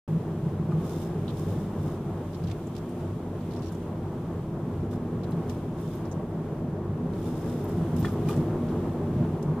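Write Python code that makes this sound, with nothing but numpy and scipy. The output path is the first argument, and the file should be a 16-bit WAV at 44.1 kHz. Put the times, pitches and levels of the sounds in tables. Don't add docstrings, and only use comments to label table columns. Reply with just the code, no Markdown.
import sys
import numpy as np
from scipy.fft import rfft, irfft, next_fast_len
from scipy.io import wavfile
from scipy.ndimage import uniform_filter1d, map_coordinates

SR = 44100
rng = np.random.default_rng(int(sys.argv[2]) if len(sys.argv) > 2 else 0)


def store_wav(level_fs):
    pcm = np.round(np.clip(np.atleast_2d(level_fs), -1, 1) * 32767)
    wavfile.write(sys.argv[1], SR, pcm.T.astype(np.int16))


N = 423360


def amp(db):
    return 10 ** (np.asarray(db) / 20)


def unit(x):
    return x / np.sqrt(np.mean(x ** 2) + 1e-20)


def shaped(points):
    freq_hz, level_db = np.transpose(points)
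    return lambda hz: amp(np.interp(np.log(hz + 1), np.log(freq_hz + 1), level_db))


def resonant(modes, skirt):
    def gain(hz):
        power = 0
        for freq_hz, width_hz, level_db in modes:
            detune = (hz ** 2 - freq_hz ** 2) / ((hz + 1) * width_hz)
            power += amp(level_db) ** 2 / (1 + detune ** 2) ** skirt
        return np.sqrt(power)
    return gain


def curves(rows):
    time_s, *columns = np.transpose(rows)
    return [np.interp(np.arange(N) / SR, time_s, column) for column in columns]


def wobble(rate_hz):
    knots = rng.standard_normal(int(N * rate_hz / SR) + 4)
    return map_coordinates(knots, [np.arange(N) * rate_hz / SR])


def filtered(x, response):
    size = x.shape[-1]
    padded = next_fast_len(size + 8192)
    spectrum = rfft(x, padded) * response(np.fft.rfftfreq(padded, 1 / SR))
    return irfft(spectrum, padded)[..., :size]


def steadied(x, span_s):
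    power = uniform_filter1d(np.mean(x ** 2, 0), max(int(span_s * SR), 1))
    return x / np.sqrt(np.abs(power) + 1e-9)


def gliding(x, ratio):
    position = np.cumsum(ratio)
    return np.array([map_coordinates(side, [position], order=1, mode="mirror") for side in x])


def contact(t, t60_s, echo_db, echo_t60_s):
    return amp(-60 * t / t60_s) + amp(echo_db - 60 * t / echo_t60_s)


def panned(x, left_db):
    return x * amp([[left_db / 2], [-left_db / 2]])


def add(track, start_s, sound):
    part = track[:, max(round(start_s * SR), 0):][:, :sound.shape[-1]]
    part += sound[..., :part.shape[-1]]


# freq_hz, side_re_mid_db
STEREO_WIDTH = [(30, -36), (80, -51), (160, -35), (330, -23), (650, -15), (1300, -7.5), (2600, -4),
                (5000, 0), (9000, 3), (14000, 1)]


def noise(gain, size=N):
    def response(hz):
        spread = np.arctan(shaped(STEREO_WIDTH)(hz))
        return gain(hz) * np.array([np.cos(spread), np.sin(spread)])
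    mid, side = filtered(rng.standard_normal((2, size)), response)
    return unit(np.array([mid + side, mid - side]))


# freq_hz, width_hz, level_db
LENGTHWISE_MODES = [(88, 6, -3), (95.5, 9.5, 10.5), (110.5, 21.6, 3)]
CROSSWISE_MODES = [(144.7, 14, -6), (163.6, 9.8, -3), (177, 8.8, -8.5)]


def cabin_boom(coarse_db, lengthwise_lift_db, crosswise_lift_db):
    uneven_db, uneven_hz = 1.34, 8
    lengthwise_db = -38 + 0.79 * coarse_db + lengthwise_lift_db + uneven_db * wobble(uneven_hz)
    crosswise_db = -37 + 0.55 * coarse_db + crosswise_lift_db + uneven_db * wobble(uneven_hz)
    lengthwise = steadied(noise(resonant(LENGTHWISE_MODES, skirt=1.34)), span_s=0.14)
    crosswise = steadied(noise(resonant(CROSSWISE_MODES, skirt=1.43)), span_s=0.16)
    return amp(lengthwise_db) * lengthwise + amp(crosswise_db) * crosswise


# freq_hz, width_hz, level_db
PANEL_MODES = [(205.8, 23, 1.5), (240, 20, 0), (276, 27, -5), (326, 25.6, .5), (349.6, 13, 2),
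               (404.8, 50, -2.5), (487, 79, -13.5)]


def body_panels(coarse_db, jolt_db, texture):
    level_db = -36 + coarse_db + 0.091 * jolt_db + 0.5 * texture
    return amp(level_db) * steadied(noise(resonant(PANEL_MODES, skirt=1.33)), span_s=0.11)


# time_s, pitch_hz, level_db
CAVITY_TRACK = [(1.8, 237.8, -55), (2.7, 245.1, -43), (3.65, 242.3, -42.5), (4.3, 239.9, -53),
                (4.85, 243, -38.5), (6.1, 240.4, -48.5), (7.0, 244.6, -43), (7.9, 241.6, -40),
                (9.1, 237.3, -34.5), (9.6, 237.2, -43)]


def tire_cavity():
    pitch_hz, level_db = curves(CAVITY_TRACK)
    mean_hz = pitch_hz.mean()
    ring = noise(resonant([(mean_hz, 8, 0)], skirt=1.9))
    return amp(level_db) * steadied(gliding(ring, pitch_hz / mean_hz), span_s=0.34)


# freq_hz, density_db
TREAD_SPECTRUM = [(250, -18.5), (440, -2), (540, 0.5), (660, 0), (820, -2), (1000, -4.5), (1300, -10.5),
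                  (1620, -16.5), (2100, -24), (3300, -42), (5000, -46)]
# freq_hz, width_hz, level_db
TREAD_PEAKS = [(784, 30, -10), (1106, 27, 0)]
# time_s, level_db
BLOCK_HUM = [(0, -54), (4, -57.5), (6.7, -52.5), (7.2, -65), (8.1, -61), (8.6, -44), (8.9, -58),
             (9.15, -44.5), (9.45, -56)]


def tire_tread(coarse_db, texture):
    roar_db = -45 + 0.68 * coarse_db + 1.2 * texture
    hum_db, = curves(BLOCK_HUM)
    roar = noise(shaped(TREAD_SPECTRUM)) + amp(-17.5) * noise(resonant(TREAD_PEAKS, skirt=2.7))
    hum = steadied(noise(resonant([(603.5, 38, 0)], skirt=2.0)), span_s=0.2)
    return panned(amp(roar_db) * roar + amp(hum_db) * hum, left_db=1.4)


# freq_hz, width_hz, level_db
BOUNCE_MODES = [(29, 8, 1), (44, 12, 9), (56, 20, 1)]


def body_shake(coarse_db, jolt_db):
    level_db = -49 + 0.65 * coarse_db + 0.23 * jolt_db
    return amp(level_db) * steadied(noise(resonant(BOUNCE_MODES, skirt=1.28)), span_s=0.2)


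# peak_s, lengthwise_db, crosswise_db
ROAD_BUMPS = [(.16, 1, 10.5), (.44, -2, 10), (.65, 4.5, 1.5), (.75, 1.5, 9), (.96, -2, 4), (1.13, -3, 5),
              (1.52, 6.5, 9), (1.79, 4, 2), (2.46, 11, 3.5), (3.07, 4.5, -1), (4.33, 2.5, 2), (4.55, -6, 6),
              (4.79, 7, 1.5), (5.2, 3, 3), (5.33, -1, 7), (6.1, 3.5, -3), (6.2, -5, 6), (6.4, -6, 4.5),
              (7.02, -6, 4), (7.19, 4, 3.5), (7.78, 4, 6.5), (8.0, 4.5, 7.5), (8.38, -2.5, 6.5),
              (9.17, 4.5, 10), (9.48, -4, 8.5)]


def bumps(rise_s=0.075, fall_s=0.11):
    t = np.arange(N) / SR
    lengthwise_lift_db, crosswise_lift_db = np.zeros((2, N))
    for peak_s, lengthwise_db, crosswise_db in ROAD_BUMPS:
        ramp = 1 + np.minimum((t - peak_s) / rise_s, (peak_s - t) / fall_s)
        swell = np.sin(np.pi / 2 * np.clip(ramp, 0, 1))
        lengthwise_lift_db += lengthwise_db * swell
        crosswise_lift_db += crosswise_db * swell
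    return lengthwise_lift_db, crosswise_lift_db


# time_s, coarse_db
ASPHALT = [(0.1, -2), (0.8, 0.5), (1.85, 0.3), (2.3, -2.5), (4.0, -1.5), (5.1, 0.1), (6.3, -0.8), (6.9, 1),
           (7.4, 1.5), (7.7, 2), (8.35, 5.5), (9.6, 2)]


def road():
    coarse_db, = curves(ASPHALT)
    lengthwise_lift_db, crosswise_lift_db = bumps()
    jolt_db = (lengthwise_lift_db + crosswise_lift_db) / 2
    texture = wobble(22)
    return (cabin_boom(coarse_db, lengthwise_lift_db, crosswise_lift_db)
            + body_panels(coarse_db, jolt_db, texture)
            + tire_cavity()
            + tire_tread(coarse_db, texture)
            + body_shake(coarse_db, jolt_db))


# time_s, firing_hz, relative_db
ENGINE_TRACK = [(0.1, 53.5, -31.5), (.45, 54.2, -31.5), (.8, 52.5, -35.5), (1.15, 50.5, -38),
                (1.85, 49, -33), (2.3, 47.5, -50), (7.2, 48.5, -47.5), (8.3, 52.5, -33.5), (9.1, 50.5, -35),
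                (9.6, 51.5, -39)]
# firing_multiple, relative_db
ENGINE_ORDERS = [(2, -18), (3, -4), (4, -12.5)]


def engine():
    firing_hz, hum_db = curves(ENGINE_TRACK)
    phase = 2 * np.pi * np.cumsum(firing_hz * (1 + 0.0144 * wobble(12))) / SR
    hum = sum(amp(db + 1.4 * wobble(27)) * np.sin(multiple * phase) for multiple, db in ENGINE_ORDERS)
    return amp(hum_db - 2) * unit(hum)


# start_s, relative_db, crack_re_ring_db, most_excited_hz
OBJECT_KNOCKS = [(0.713, -44, -12, 2450), (0.721, -37.5, -22, 1260), (4.93, -43, -12, 1400),
                 (5.496, -40.5, 0, 2100), (8.026, -42, 0, 3000), (8.047, -23, -19, 1730),
                 (8.052, -31, -8, 3200), (8.069, -33, -20, 2000), (8.082, -36, -14, 1150),
                 (8.287, -30, -11, 2400), (8.293, -31.5, -18, 1270), (8.308, -33, -10, 2800),
                 (8.328, -41, -4, 1300), (8.339, -41, -12, 1800)]
# freq_hz, relative_db, t60_s
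SHELL_MODES = [(1208, 9, 0.054), (1440, 4, 0.037), (1775, 1, 0.043), (2000, -8, .045), (2440, -6, 0.055),
               (2850, -10, .06), (3400, -4.5, 0.09)]
# freq_hz, width_hz, level_db
THUD_MODES = [(980, 420, 0)]


def loose_object(thud_db=-10, thud_t60_s=0.07, attack_s=0.00046):
    out, t = np.zeros((2, N)), np.arange(SR // 5) / SR
    attack = 1 - np.exp(-t / attack_s)
    for start_s, knock_db, crack_db, most_excited_hz in OBJECT_KNOCKS:
        ring = 0
        for freq_hz, mode_db, t60_s in SHELL_MODES:
            chatter = np.cumsum(rng.normal(0, 0.04, len(t)))
            phase = rng.uniform(0, 2 * np.pi) + rng.normal(0, 0.55, (2, 1)) + chatter
            strength_db = mode_db - 32 * abs(np.log2(freq_hz / most_excited_hz)) + rng.normal(0, 1)
            ring += amp(strength_db - 60 * t / t60_s) * np.sin(2 * np.pi * freq_hz * t + phase)
        crack = noise(resonant([(3550, 3700, 0)], skirt=1), size=len(t))
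        crack *= amp(crack_db) * contact(t, t60_s=0.056, echo_db=-14, echo_t60_s=0.11)
        thud = noise(resonant(THUD_MODES, skirt=1.8), size=len(t)) * amp(thud_db - 60 * t / thud_t60_s)
        add(out, start_s, amp(knock_db - 4) * (ring + crack + thud) * attack)
    return out


# start_s, length_s (0 = one tick),
# level_db, pitch_hz, width_hz
TRIM_CREAKS = [(1.279, .025, -45, 3550, 900), (2.331, .027, -52, 4300, 2200), (2.437, 0, -47, 4300, 2600),
               (2.47, .052, -46, 3600, 2600), (2.497, .03, -49, 2100, 1500), (2.669, 0, -48.5, 7200, 1500),
               (2.75, .028, -47, 3800, 4200), (2.891, 0, -51, 8600, 2500), (3.407, 0, -55, 4200, 2200),
               (3.507, .045, -51, 4200, 3200), (3.561, 0, -49, 4400, 3600), (3.562, .02, -54, 5560, 220),
               (3.59, 0, -52, 5500, 1200), (3.619, .064, -48.5, 4000, 3600), (3.648, .035, -54, 5620, 300),
               (3.72, 0, -44, 8000, 9000), (3.746, 0, -53, 6500, 4000), (5.233, .016, -49.5, 3700, 2000),
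               (5.307, 0, -52, 9000, 6000), (5.319, 0, -48.5, 3700, 1800), (5.494, 0, -45, 5700, 2200),
               (5.81, 0, -49, 12500, 7000), (5.953, 0, -48, 13000, 1500), (6.052, 0, -53, 5000, 1800),
               (6.113, .01, -47, 6430, 1800), (7.134, 0, -49.5, 4000, 2400), (7.64, 0, -46, 13000, 1200),
               (7.688, 0, -45, 13000, 2500), (7.963, 0, -44, 8000, 9000), (7.993, .012, -42, 13300, 4500),
               (8.117, .025, -49, 12000, 2500), (8.288, .026, -43.5, 10000, 9000),
               (8.362, .01, -45, 7500, 4000), (8.685, 0, -50, 4480, 2000), (9.425, 0, -46.5, 6400, 5000)]


def trim(slip_gap_s=0.012, slip_rise_s=0.0021, scatter_db=1.7, max_slips=10):
    out, t = np.zeros((2, N)), np.arange(SR // 4) / SR
    for start_s, length_s, level_db, pitch_hz, width_hz in TRIM_CREAKS:
        gaps_s = slip_gap_s * np.exp(rng.normal(0, 0.2, max_slips))
        delays_s = np.cumsum(gaps_s) - gaps_s[0]
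        sizes = amp(rng.normal(0, scatter_db, max_slips)) * (delays_s <= length_s)
        age_s = np.maximum(t - delays_s[:, None], 0)
        attack = 1 - np.exp(-age_s / slip_rise_s)
        slips = attack * contact(age_s, t60_s=0.031, echo_db=-12, echo_t60_s=0.094)
        envelope = np.sqrt(sizes ** 2 @ slips ** 2)
        joint = noise(resonant([(pitch_hz, width_hz, 0)], skirt=1.56), size=len(t))
        stutter = amp(2.3 * wobble(420)[:len(t)])
        add(out, start_s, amp(level_db) * joint * stutter * envelope)
    return panned(out, left_db=-3)


# start_s, end_s, rise_s, fall_s, level_db
HAND_STROKES = [(0.76, 1.15, 0.16, 0.16, -52.2), (1.238, 1.753, 0.13, 0.2, -56),
                (1.706, 1.994, 0.17, .08, -56), (2.943, 3.08, 0.055, .07, -62),
                (4.899, 4.98, .02, 0.052, -56), (5.464, 5.66, 0.024, .12, -60.5),
                (5.757, 6.04, 0.037, 0.081, -60), (7.11, 7.86, 0.13, 0.13, -55.8),
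                (7.954, 8.184, 0.019, 0.11, -53.5), (8.253, 8.46, 0.043, 0.2, -49.5)]
# freq_hz, density_db
RUB_SPECTRUM = [(900, -8), (2000, 0), (3200, 4), (4500, 2.8), (6300, 6.2), (10000, 4.3), (13000, 2)]
# freq_hz, width_hz, level_db
WHEEL_MODES = [(3050, 300, -7), (3590, 280, 3), (5170, 240, 1)]


def hands():
    def rub_gain(hz):
        wheel = np.hypot(1, 1.8 * resonant(WHEEL_MODES, skirt=1.2)(hz))
        return shaped(RUB_SPECTRUM)(hz) * wheel
    envelope, t = np.zeros(N), np.arange(N) / SR
    for start_s, end_s, rise_s, fall_s, level_db in HAND_STROKES:
        ramp = np.minimum((t - start_s) / rise_s, (end_s - t) / fall_s)
        envelope += amp(level_db) * np.clip(ramp, 0, 1)
    grain = unit(amp(2.2 * wobble(400) + 1.3 * wobble(27)))
    return panned(envelope * grain * noise(rub_gain), left_db=-2.1)


# freq_hz, density_db
HISS_SPECTRUM = [(800, 3), (2200, 6), (3300, 7), (4400, -0.5), (7000, 0), (10000, -1), (12500, -3.5)]
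# time_s, level_db
HISS_LEVEL = [(0, -57.5), (0.7, -59.5), (2.6, -57.5), (4.3, -61.5), (6, -59.5), (6.8, -62.5), (7.3, -59.5),
              (8.4, -55.5), (9.6, -63)]


def air():
    level_db, = curves(HISS_LEVEL)
    return panned(amp(level_db + 1.4 * wobble(6.1)) * noise(shaped(HISS_SPECTRUM)), left_db=-2)


def scene():
    return road() + engine() + loose_object() + trim() + hands() + air()


def record(dry):
    start_s, fade_s, cutoff_hz = 0.077, 0.002, 15450
    fade_in = np.clip((np.arange(N) / SR - start_s) / fade_s, 0, 1)
    return filtered(dry * fade_in, lambda hz: 1 / np.sqrt(1 + (hz / cutoff_hz) ** 500))


dry = scene()
out = record(dry)
store_wav(out)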